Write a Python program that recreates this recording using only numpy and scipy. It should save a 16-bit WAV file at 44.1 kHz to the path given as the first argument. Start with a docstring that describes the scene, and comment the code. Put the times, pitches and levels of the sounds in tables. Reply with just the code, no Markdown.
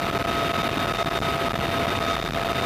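"""Gearbox and turbine whine inside a flying helicopter, door open, over a roar of rushing air.
The whines are sines locked to one shaft speed; the roar is shaped noise.
Rotor downwash and slipstream buffets overload the microphone capsule, choking the cabin sound
for a few milliseconds at a time: a ragged, crackling flutter. A faint treble hiss differs left to right."""
import sys
import numpy as np
from scipy import signal
from scipy.fft import rfft, irfft
from scipy.io import wavfile
from scipy.ndimage import uniform_filter1d

SR = 44100
rng = np.random.default_rng(int(sys.argv[2]) if len(sys.argv) > 2 else 0)


def master_out(mix):
    """Clip the mix to full scale and print it as 16-bit PCM to the path in sys.argv[1]."""
    frames = np.transpose(np.atleast_2d(mix))
    ceiling = np.clip(frames, -1, 1)
    pcm = np.round(ceiling * 32767).astype(np.int16)
    wavfile.write(sys.argv[1], SR, pcm)


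N = 116865


def undb(db):
    """Decibels to amplitude gain."""
    return 10 ** (np.asarray(db) / 20)


def colour(x, points):
    """Filter by a gain curve, dB linear in log frequency between its points."""
    hz, db = np.array(points).T
    f_hz = np.maximum(np.fft.rfftfreq(N, 1 / SR), 1)
    gain = undb(np.interp(np.log(f_hz), np.log(hz), db))
    return irfft(rfft(x) * gain, N)


def noise(points, rms_db):
    """Gaussian noise of a given spectral shape, scaled to an rms level."""
    x = colour(rng.standard_normal(N), points)
    return x / x.std() * undb(rms_db)


def walk(rate_per_s):
    """Smooth random drift, mean 0, spread 1: held random steps, averaged twice over one step."""
    step = int(SR / rate_per_s)
    held = rng.standard_normal(N)[np.arange(N) // step]
    x = uniform_filter1d(uniform_filter1d(held, step), step)
    return (x - x.mean()) / x.std()


# cabin air and machinery spectrum, shape only: [f/Hz, level/dB per Hz]
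ROAR_SPECTRUM = [(60, 5.5), (130, 5), (350, 0.5), (520, -4.5), (700, -3), (900, -6), (1250, -4), (1600, -7),
                 (2500, -8.5), (3350, -13.5), (3700, -14), (4100, -18.5), (4900, -26), (6000, -56.5),
                 (8000, -35), (15000, -36)]
ROAR_RMS_DB = -6.5  # re capsule overload limit


def roar():
    """Rushing air and machinery: broadband noise, steady in level."""
    return noise(ROAR_SPECTRUM, ROAR_RMS_DB)


BLADE_HZ, BLADE_AT_S = 17.78, 0.021  # passing rate, time of one peak
BLADE_PUSH, BLADE_SHARPNESS = .7, 3.7  # peak in overload limits; higher sharpness = narrower pulse


def downwash(t):
    """One smooth pressure pulse for each passing rotor blade."""
    phase = 2 * np.pi * BLADE_HZ * (t - BLADE_AT_S)
    return BLADE_PUSH * np.exp(BLADE_SHARPNESS * (np.cos(phase) - 1))


# open-door turbulence spectrum, shape only: [f/Hz, level/dB per Hz]
TURBULENCE_SPECTRUM = [(15, -26), (28, -10.5), (42, 3), (65, -8.5), (100, -7.5), (200, -27.5), (500, -59)]
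TURBULENCE_RMS_DB = -4.5  # re overload limit
# strongest air buffets on the microphone: [centre t/s, width at half height/ms, pressure/overload limits]
AIR_BUFFETS = [(.010, 7.4, 2.54), (.107, 5.6, 3), (.120, 10.5, 2.23), (.146, 3.8, 2.3), (.185, 10.3, 2.2),
               (.222, 3.2, 2.7), (.234, 14, 2.43), (.259, 8.3, 2.4), (.266, 9.1, 2.56), (.324, 5, 1.9),
               (.489, 5.7, 1.9), (.527, 14.3, 2.34), (.573, 5, 2.3), (.586, 1.9, 3.8), (.624, 6.8, 2.14),
               (.684, 7.4, 2.9), (.710, 6.2, 2.8), (.768, 4, 4.8), (.787, 6.8, 1.74), (.852, 3.4, 2.6),
               (.867, 5.4, 4), (.917, 6.5, 1.2), (.930, 9, 3.03), (.966, 7.6, 1.9), (.977, 4, 1.6),
               (1.036, 14.6, 2.24), (1.054, 7.9, 3), (1.080, 3.8, 1.9), (1.098, 14, 2.52), (1.184, 6, 2.5),
               (1.198, 12, 2.8), (1.2095, 10.5, 3.2), (1.218, 4.1, 3.9), (1.320, 4.6, 2.1),
               (1.389, 21, 1.25), (1.490, 7.8, 3), (1.500, 8, 1.8), (1.514, 6.2, 2.2), (1.527, 8, 4),
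               (1.537, 4.6, 4.1), (1.550, 6.1, 3.4), (1.572, 7.6, 1.6), (1.584, 6, 2.9), (1.598, 4.4, 3),
               (1.620, 6.9, 2), (1.689, 3.5, 2.5), (1.789, 4, 2.9), (1.829, 3.1, 3.6), (1.864, 7.9, 3),
               (1.879, 2.2, 1.1), (1.899, 3.7, 3.1), (1.979, 4.2, 3), (1.995, 7.2, 3), (2.007, 2.7, 3.2),
               (2.033, 7.1, 1.9), (2.060, 4, 2.9), (2.108, 3.1, 2.2), (2.161, 8.9, 2.4), (2.206, 9.8, 1.9),
               (2.222, 7.7, 2.5), (2.235, 8, 2), (2.246, 5.7, 3.6), (2.257, 3.6, 3.6), (2.274, 12, 1.9),
               (2.283, 11, 2.1), (2.294, 7.6, 2.3), (2.304, 8.6, 3), (2.316, 9.8, 4.9), (2.3295, 8.8, 2.5),
               (2.342, 5.9, 3.4), (2.355, 5.4, 2.5), (2.423, 5.4, 2.1), (2.443, 5.4, 3.4),
               (2.484, 5.8, 2.1), (2.526, 4.7, 2.7), (2.542, 15.5, 1.6), (2.617, 5.7, 1.5)]


def wind(t):
    """Turbulence and downwash pressure, swept aside by buffets that push and pull in turn."""
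    pressure = noise(TURBULENCE_SPECTRUM, TURBULENCE_RMS_DB) + downwash(t)
    for k, (at_s, width_ms, size) in enumerate(AIR_BUFFETS):
        half_width_s = width_ms / 2000
        bump = np.exp(-np.log(2) * np.abs((t - at_s) / half_width_s) ** 3)
        sign = (-1) ** k
        pressure = pressure * (1 - bump) + sign * size * bump
    return pressure


# three gearbox meshes (third = octave of second), turbine whistle: [f/Hz at mean shaft speed]
TONE_HZ = (678.3, 1271.3, 2542.6, 3671)
# same four tones, before swell and flutter: [rms level/dB re overload limit]
TONE_RMS_DB = (-13, -14, -35.5, -23.5)
# slow whine swells: [t/s, lower gear level/dB, upper gear level/dB, turbine level/dB]
WHINE_SWELLS = [(0, 0.5, 3, -3), (.3, 0, 2, 2), (.75, -2.5, -1.5, 0.5), (1.05, 0, 0.5, 5),
                (1.4, -0.5, -0.5, 0.5), (1.72, -0.5, -3.5, 0.5), (2.1, 0.5, 0, 4), (2.65, 0, -3.5, 1.5)]
SAG_PER_S, WAVER, WAVER_PER_S = .0026, .0008, 14  # speed fraction per s, rms speed fraction, steps per s
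FLUTTER_RMS_DB, FLUTTER_PER_S = 2.26, 40


def whines(t):
    """Gear and turbine sines follow one slowly sagging shaft speed; each swells and flutters in moving air."""
    speed = 1 - SAG_PER_S * (t - t.mean()) + WAVER * walk(WAVER_PER_S)
    turn = 2 * np.pi * np.cumsum(speed) / SR  # rad per Hz of tone
    at_s, *curves = np.array(WHINE_SWELLS).T
    lower, upper, turbine = (np.interp(t, at_s, curve) for curve in curves)
    total = np.zeros(N)
    for hz, rms_db, swell_db in zip(TONE_HZ, TONE_RMS_DB, (lower, upper, upper, turbine)):
        flutter_db = FLUTTER_RMS_DB * walk(FLUTTER_PER_S)
        peak = np.sqrt(2) * undb(rms_db + swell_db + flutter_db)
        start_phase = 2 * np.pi * rng.random()
        total += peak * np.sin(hz * turn + start_phase)
    return total


def scene():
    """Roar, wind pressure and whines sum at one point, alike in both channels."""
    t = np.arange(N) / SR
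    air = roar() + wind(t) + whines(t)
    return np.array([air, air])


LIMIT_DB, KNEE, LEAK = -15.5, 2.88, 0.014  # limit level, overload hardness, fraction leaking past it


def capsule(dry):
    """Overload: gain falls as pressure nears the limit; returns the held signal and that gain."""
    give = (1 + np.abs(dry) ** KNEE) ** (-1 / KNEE)
    return undb(LIMIT_DB) * dry * (give + LEAK), give


LOW_CUT_HZ, LOW_CUT_Q = 90, 0.67


def low_cut(x):
    """Second-order high-pass weakens the wind's slow push."""
    w = 2 * np.pi * LOW_CUT_HZ
    b, a = signal.bilinear([1, 0, 0], [1, w / LOW_CUT_Q, w * w], SR)
    return signal.lfilter(b, a, x)


# antiphase hiss spectrum, shape only: [f/Hz, level/dB per Hz]
SPREAD_SPECTRUM = [(1180, -84), (2000, -54), (3580, -53), (3700, -26), (4310, -9), (5590, 5), (8600, -0.5),
                   (13900, -1), (15000, 2)]
SPREAD_RMS_DB = -54.8  # before ducking


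def spread_hiss(give):
    """Treble hiss of opposite sign left and right, ducked by the capsule's smoothed gain."""
    duck = uniform_filter1d(give, size=64)
    return noise(SPREAD_SPECTRUM, SPREAD_RMS_DB) * duck * np.array([[1], [-1]])


# microphone response: [f/Hz, level/dB]
MIC_RESPONSE = [(30, -10.5), (100, -6), (400, 1.5), (1500, 0), (4000, 0.5), (6000, 7), (8000, 3.5),
                (10500, 3), (12500, 2), (14000, 5.5), (15000, -2)]
HISS_RMS_DB = -56.5  # before microphone colour
CEILING, CEILING_KNEE = .21, 6  # full scale = 1; hardness
TOP_HZ = 15000


def record(dry):
    """Capsule overload, low cut, shared hiss, colour, rounded peaks, antiphase hiss, steep top cut."""
    held, give = capsule(dry)
    hiss = undb(HISS_RMS_DB) * rng.standard_normal(N)
    out = colour(low_cut(held) + hiss, MIC_RESPONSE)
    out = out / (1 + np.abs(out / CEILING) ** CEILING_KNEE) ** (1 / CEILING_KNEE)
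    top_cut = signal.ellip(8, .2, 70, TOP_HZ, fs=SR, output="sos")  # order, ripple dB, stop dB
    return signal.sosfilt(top_cut, out + spread_hiss(give))


dry = scene()
out = record(dry)
master_out(out)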